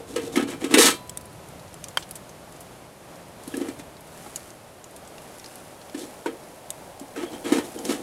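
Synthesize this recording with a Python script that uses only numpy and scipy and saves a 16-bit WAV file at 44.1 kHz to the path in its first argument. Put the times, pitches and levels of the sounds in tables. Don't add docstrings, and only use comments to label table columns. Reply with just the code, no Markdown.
import sys
import numpy as np
from scipy import signal
from scipy.fft import rfft, irfft, next_fast_len
from scipy.io import wavfile
from scipy.ndimage import map_coordinates

SR = 44100
rng = np.random.default_rng(int(sys.argv[2]) if len(sys.argv) > 2 else 0)


def wrap_up_sound(samples):
    columns = np.atleast_2d(samples).T
    tamed = np.clip(columns, -1, 1)
    steps = np.round(tamed * 32767).astype(np.int16)
    wavfile.write(sys.argv[1], SR, steps)


N = 353682

# f/Hz, level/dB, t60/s
BOX_MODES = [(247, -9, 0.14), (279.5, 2.5, 0.15), (302.6, 6.5, 0.074), (342, 9.5, 0.063), (414, -4.5, 0.11),
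             (458.2, -2, 0.26), (488, -3.5, 0.15), (628, -6.5, 0.086), (748, -6, 0.082)]
# f/Hz, level/dB
RASP_SPECTRUM = [(150, -31), (500, -8), (800, -5), (1200, -1.5), (1500, -2), (2200, 1.5), (3300, -4.5),
                 (4800, -11.5), (8000, -11.5), (16000, -30)]
# f/Hz, level/dB
SPLINTER_SPECTRUM = [(1000, -15.5), (3200, 3.5), (5000, 3), (8000, 4.5), (10500, 2.5), (13000, -5),
                     (15500, -18)]


def amp(db):
    return 10 ** (np.asarray(db) / 20)


def unit(x):
    return x / np.sqrt(np.mean(x ** 2) + 1e-20)


def clock(seconds):
    return np.arange(int(seconds * SR)) / SR


def curves(rows):
    s, *columns = np.transpose(rows)
    times = np.arange(N) / SR
    return [np.interp(times, s, column, left=-120, right=-120) for column in columns]


def wobble(rate):
    points = rng.standard_normal(int(N * rate / SR) + 4)
    return map_coordinates(points, [np.arange(N) * rate / SR])


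def colour(x, spectrum):
    f, db = np.transpose(spectrum)
    m = next_fast_len(len(x))
    bins_hz = np.fft.rfftfreq(m, 1 / SR)
    gain = amp(np.interp(np.log(bins_hz + 1), np.log(f), db))
    return unit(irfft(rfft(x, m) * gain, m)[:len(x)])


def add(track, s, sound):
    part = track[max(0, round(s * SR)):][:len(sound)]
    part += sound[:len(part)]


def ring(modes, seconds, scatter_db=0):
    t = clock(seconds)
    total = np.zeros(len(t))
    for hz, db, t60 in modes:
        level_db = db + scatter_db * rng.standard_normal() - 60 * t / t60
        total += amp(level_db) * np.sin(2 * np.pi * hz * t)
    return total


def resonate(x, response, share):
    share = np.clip(share, 0, 1)
    echo = signal.fftconvolve(x, response / np.linalg.norm(response))[:len(x)]
    return np.sqrt(1 - share) * x + np.sqrt(share) * echo


def slips(rate, spread_db):
    happens = rng.random(N) < rate / SR
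    return happens * rng.standard_normal(N) * amp(spread_db * rng.standard_normal(N))


def burst(spectrum, t60):
    t = clock(.5)
    return colour(rng.standard_normal(len(t)), spectrum) * amp(-60 * t / t60)


def swell(length, band, db):
    shape = np.hanning(int(length * SR))
    return amp(db) * shape * colour(rng.standard_normal(len(shape)), band)


def radiated(x, corner_hz):
    highpass = signal.butter(4, corner_hz, "highpass", fs=SR, output="sos")
    return signal.sosfilt(highpass, x)


def air():
    # f/Hz, level/dB
    roar_spectrum = [(12, -46), (20, -19.5), (113, -5.5), (310, -4), (377, -3.5), (472, -5.5), (590, -2),
                     (1610, -15), (5680, -24), (10500, -23.5), (14700, -32), (16000, -53)]
    rumble_spectrum = [(20, -22), (60, -3), (110, 0.5), (180, 1), (260, -18), (1000, -59)]
    flue_spectrum = [(300, -20), (520, -5), (600, -3), (700, -4.5), (900, -8.5), (1500, -35)]
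    # t/s, rumble level/dB, flue level/dB
    draw = [(0, -50, -73), (1.5, -50, -69), (2.6, -55, -76), (3.6, -53, -53.5), (4.8, -57.5, -63),
            (6, -66, -51.5), (7, -60, -48), (8.02, -53, -45)]

    def noise(spectrum):
        return colour(rng.standard_normal(N), spectrum)

    rumble_gain, flue_gain = amp(curves(draw))
    moving_air = amp(-46.0) * noise(roar_spectrum)
    moving_air += rumble_gain * noise(rumble_spectrum)
    moving_air += flue_gain * noise(flue_spectrum)
    return amp(0.91 * wobble(7)) * moving_air


def sleeve():
    # middle t/s, length/s, level/dB
    reaches = [(2.9, 1.1, -80), (3.595, 0.5, -50.5), (4.31, 0.68, -51), (5.482, 1, -54.5),
               (6.087, .7, -57.5), (6.797, 2.6, -63), (7.8, 1.47, -49)]
    # f/Hz, level/dB
    cloth_spectrum = [(500, -9), (1500, 9), (4000, 2.5), (7000, 4.5), (10500, 7.5), (13000, -1),
                      (16000, -12)]
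    speed = np.full(N, amp(-62))
    for s, length, db in reaches:
        add(speed, s - length / 2, amp(db) * np.hanning(int(length * SR)))
    cloth = colour(slips(rate=12000, spread_db=5.0), cloth_spectrum)
    return speed * amp(0.68 * wobble(25)) * cloth


def knocks():
    # t/s, boom level/dB, most excited f/Hz, wall clank level/dB,
    # the log's own note f/Hz, its level/dB
    blows = [(0.001, -25, 456, -55.5, 781, -41), (0.16, -10.5, 485, -34, 2920, -21),
             (0.273, -19.5, 446, -52, 667, -50), (0.357, -20, 320, -31.5, 2120, -16.5),
             (0.371, -3, 260, -45, 2140, -26), (0.424, -9.5, 253, -39.5, 1770, -35),
             (0.641, -10, 319, -35.5, 2120, -23), (0.709, -15.5, 330, -41, 960, -32),
             (0.739, 1, 296, -16, 1860, -18), (0.772, -1, 413, -27, 2370, -12),
             (0.781, -7, 310, -22, 2360, -11), (3.54, -16, 282, -45, 1690, -24.5),
             (3.574, -12.5, 310, -55, 660, -48), (3.611, -10.5, 298, -45, 660, -52),
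             (3.684, -16, 280, -42, 1290, -35), (3.794, -27.5, 290, -45.5, 1290, -37),
             (4.261, -33, 353, -53, 826, -34.5), (5.945, -16.5, 295, -44.5, 1740, -32),
             (6.259, -12.5, 387, -39.5, 937, -20), (7.01, -23.5, 270, -57, 660, -45),
             (7.161, -23, 410, -47, 1560, -30), (7.232, -19, 350, -57, 685, -31),
             (7.52, -1, 316, -32, 650, -26), (7.582, -8, 298, -35.5, 925, -26),
             (7.891, -13, 308, -39, 2120, -37)]
    boom, force, t = np.zeros(N), np.zeros(N), clock(.5)
    for s, db, pitch_hz, clank_db, log_hz, log_db in blows:
        modes = [(hz, level - 15 * abs(np.log2(hz / pitch_hz)), t60) for hz, level, t60 in BOX_MODES]
        panel = ring([(pitch_hz, 0, .045)], .5)
        gradual_push = 1 - np.exp(-t / 0.0074)
        thud = (ring(modes, .5, scatter_db=1) + amp(9.5) * panel) * gradual_push

        # f/Hz, level/dB, cycles of ring
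        bending = [(log_hz, 2, 48), (log_hz * 1.6, -4, 40), (log_hz * 1.6, -6, 40)]
        note = amp(log_db) * ring([(hz, level, cycles / hz) for hz, level, cycles in bending], .5)
        crush = 1 - np.exp(-t / .002)
        add(boom, s, amp(db - 6) * thud / np.abs(thud).max() + crush * note)

        dull = amp(6) * burst(RASP_SPECTRUM, t60=0.065)
        bright = amp(6.5) * burst(SPLINTER_SPECTRUM, t60=0.057)
        add(force, s, crush * amp(clank_db) * (dull + bright))
    return boom, force


def stroke(length, stop_db_per_s):
    t = clock(.6)
    after_push = np.maximum(t - length, 0)
    return np.minimum(t / 0.016, 1) * amp(-10 * t - stop_db_per_s * after_push)


def scrapes():
    # t/s, length/s, rasp level/dB, splinter hiss level/dB, box judder level/dB
    strokes = [(0.074, 0.064, -57, -43.5, -38), (0.155, 0.026, -32.5, -43, -31),
               (0.207, 0.065, -57, -40.5, -39.5), (0.316, .035, -52, -38, -32.5),
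               (0.352, 0.046, -27, -39, -23.5), (0.469, 0.053, -38, -38, -31.5),
               (0.599, 0.073, -39.5, -41, -33), (0.699, .06, -31, -34, -25.5),
               (0.775, 0.098, -17.5, -10.5, -19.5), (3.466, 0.019, -60, -46, -36.5),
               (3.529, 0.15, -46, -51, -34), (5.965, 0.074, -53, -37.5, -37.5),
               (6.255, 0.016, -36, -56, -28), (7.152, 0.086, -38.5, -43.5, -33.5),
               (7.308, 0.044, -46, -45, -34), (7.438, 0.1, -35.5, -37, -28.5),
               (7.518, 0.066, -34, -35.5, -27), (7.636, 0.013, -65, -40, -41),
               (7.745, 0.064, -61, -57, -33), (7.838, 0.03, -44, -33.5, -31.5),
               (7.881, 0.048, -35, -31.5, -26.5), (7.982, 0.036, -61, -62, -38)]
    # f/Hz, level/dB, t60/s
    log_modes = [(1350, -9.5, 0.024), (1760, 0, 0.011), (2310, -3.5, 0.0073), (3270, 12, 0.0074),
                 (4400, 0, .012), (5670, 3, .012)]
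    rasp, hiss, judder = np.zeros((3, N))
    for s, length, rasp_db, hiss_db, judder_db in strokes:
        push = stroke(length, stop_db_per_s=329)
        add(rasp, s, amp(rasp_db) * push)
        add(hiss, s, amp(hiss_db) * push)
        add(judder, s, amp(judder_db) * stroke(length, stop_db_per_s=212))

    grip = amp(1.6 * wobble(150))
    coarse = colour(slips(rate=2600, spread_db=1.5), RASP_SPECTRUM)
    grit = unit(resonate(coarse, ring(log_modes, .1), share=0.036))
    fine = colour(slips(rate=11000, spread_db=-3.0), SPLINTER_SPECTRUM)
    rubbing = amp(-4.5) * grip * (rasp * grit + hiss * fine)

    jolts = slips(rate=1200, spread_db=1.0)
    shaken_box = signal.fftconvolve(jolts, ring(BOX_MODES, .5))[:N]
    box = unit(radiated(shaken_box, corner_hz=246))
    return amp(-1.5) * judder * box, rubbing


def pop(pitch_hz, crackle_db):
    # multiple of its pitch, level/dB, t60/s
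    splinter_modes = [(.42, -13.5, .025), (.68, -12, .018), (0.999, -3, 0.024), (1.33, -11, .016)]
    # f/Hz, level/dB
    treble_loss = [(20, 25), (9000, 1), (11500, -1), (13500, -8.5), (16000, -16)]
    t = clock(.12)
    spectrum = [(pitch_hz / 8, -26), (pitch_hz / 1.7, -11), (pitch_hz, 0),
                (pitch_hz * 1.5, -2), (pitch_hz * 3, -9)]
    crack = amp(-60 * t / 0.014)
    crackle = amp(crackle_db + 0.5 - 60 * t / 0.059) * (1 - np.exp(-t / 0.0029))
    limit_hz = 12500
    modes = [(pitch_hz * ratio, db, t60) for ratio, db, t60 in splinter_modes if pitch_hz * ratio < limit_hz]
    splinter = ring(modes, .12)
    gas = colour(colour(rng.standard_normal(len(t)), spectrum), treble_loss)
    onset = 1 - np.exp(-t / 0.00021)
    sound = (gas * (crack + crackle) + splinter) * onset
    return sound / np.abs(sound).max()


def shove_ring():
    # f/Hz, level/dB, t60/s
    steel_modes = [(991, -38, 1.65), (4011, -29, .5), (11380, -33, .45)]
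    return ring(steel_modes, 2) * (1 - np.exp(-clock(2) / 0.045))


def splitting_snap():
    # f/Hz, level/dB, t60/s
    snap_modes = [(820, -36, 0.013), (1080, -19, 0.025), (1500, -1, 0.0067), (3160, -7, 0.023),
                  (4680, -10, 0.0065), (8200, -17.5, .008), (10260, -16.5, 0.008)]
    snap = radiated(ring(snap_modes, .5), corner_hz=424)
    return amp(-4.5) * snap + amp(-22.5) * burst(RASP_SPECTRUM, t60=0.044)


def sizzle(length):
    sap_hz = 7200
    band = [(sap_hz / 4, -10), (sap_hz / 1.0, -9), (sap_hz, 0), (sap_hz * 2, -20)]
    return swell(length, band, db=-45)


def fire(count=44):
    # t/s, level/dB, pitch f/Hz, crackle after the burst level/dB
    pops = [(0.366, -20, 10340, -18), (1.095, -20.5, 7850, -19), (1.173, -17.5, 8760, -22),
            (1.211, -36, 11200, -13), (1.487, -33.5, 9700, -12), (1.7415, -30, 7500, -21),
            (1.841, -22, 5740, -14), (1.884, -24.5, 6950, -9), (2.024, -31, 3360, 11),
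            (2.091, -33, 8900, -14), (2.11, -23, 11160, -12), (2.155, -26.5, 8300, 3),
            (2.606, -30, 10340, 3), (3.477, -28.5, 10200, -9), (3.569, -23.5, 9500, -12),
            (4.359, -16, 6930, -11), (4.504, -30.5, 6160, -21), (4.842, -31, 6850, -19),
            (4.962, -32.5, 8670, -2), (5.181, -33, 2800, -14), (5.397, -31.5, 5550, -18),
            (5.443, -29, 4200, -7), (5.46, -30.5, 4880, -6), (5.556, -29, 10500, -20),
            (5.897, -34, 3400, -19), (6.704, -15, 8500, -18), (6.997, -30, 7500, -6),
            (7.789, -27, 6830, -12), (7.852, -20.5, 6270, -6)]
    sound = np.zeros(N)
    for s, db, pitch_hz, crackle_db in pops:
        add(sound, s, amp(db) * pop(pitch_hz, crackle_db))
    add(sound, 1.9728, splitting_snap())
    sizzle_middle_s, sizzle_length_s = 2, 0.06
    add(sound, sizzle_middle_s - sizzle_length_s / 2, sizzle(sizzle_length_s))
    for when, size, tone in rng.random((count, 3)):
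        tick_db = -44 + 8 * size
        add(sound, when * N / SR, amp(tick_db) * pop(3500 + 7000 * tone, crackle_db=-8))
    return sound


def squeaks():
    squeals = [(3.523, 0.038, 3280, -52), (3.555, 0.023, 3220, -50), (3.625, 0.052, 3100, -53),
               (7.275, 0.12, 3270, -53), (7.34, 0.046, 3150, -49), (7.46, 0.064, 3250, -44),
               (7.782, .03, 3080, -48)]
    sound = np.zeros(N)
    for s, length, pitch_hz, db in squeals:
        band = [(pitch_hz * .85, -40), (pitch_hz, 0), (pitch_hz * 1.15, -40)]
        add(sound, s - length / 2, swell(length, band, db))
    return sound


def stove():
    # f/Hz, level/dB, t60/s
    wall_modes = [(926, -10.2, 0.19), (1152, -6.6, 0.19), (1217, -2.7, 0.19), (1314, -6.0, 0.19),
                  (1701, -7.5, 0.19), (1820, -5.1, 0.19), (2119, -6.6, 0.19), (2358, 0.3, 0.19),
                  (2659, -9.3, 0.19), (3015, -3.0, 0.19), (3187, -3.6, 0.19), (3521, 0.3, 0.19),
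                  (3740, -6.1, 0.19), (4091, -7.5, 0.19), (4274, -3.8, 0.19), (4393, -5.0, 0.19),
                  (4673, -5.1, 0.19), (4727, -5.8, 0.19), (5609, -8.2, 0.15), (6374, -4.5, 0.15),
                  (6514, -9.7, 0.15), (6858, -5.5, 0.15), (7773, -2.9, 0.15), (8032, -3.7, 0.15),
                  (8721, -0.3, 0.15), (8904, -6.2, 0.15), (9981, -6.7, 0.15), (10788, -2.6, 0.15),
                  (11111, -6.5, 0.15), (11359, -5.5, 0.15)]
    boom, blows = knocks()
    judder, rubbing = scrapes()
    crowd = burst([(400, -9), (1200, 4.0), (3000, -2.0), (6000, -11.5), (15000, -6.5)], t60=0.13)
    walls = .6 * unit(ring(wall_modes, .5, scatter_db=1)) + unit(crowd)
    clatter = resonate(rubbing + blows + squeaks(), walls, share=.2)
    sound = judder + radiated(boom, corner_hz=203) + clatter
    add(sound, .79, shove_ring())
    return sound


def scene():
    answer = burst([(100, -7), (500, 0), (8000, -8), (16000, 11.5)], t60=0.3)
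    tent = np.pad(answer, (round(0.0045 * SR), 0))
    return (resonate(stove() + fire(), tent, share=0.02) + air() + sleeve())[None]


def record(dry):
    top_hz = 15800
    rounded = dry / (1 + np.abs(dry) ** 6) ** (1 / 6)
    m = next_fast_len(N + SR // 2)
    kept = np.fft.rfftfreq(m, 1 / SR) < top_hz
    return irfft(rfft(rounded, m) * kept, m)[..., :N]


dry = scene()
out = record(dry)
wrap_up_sound(out)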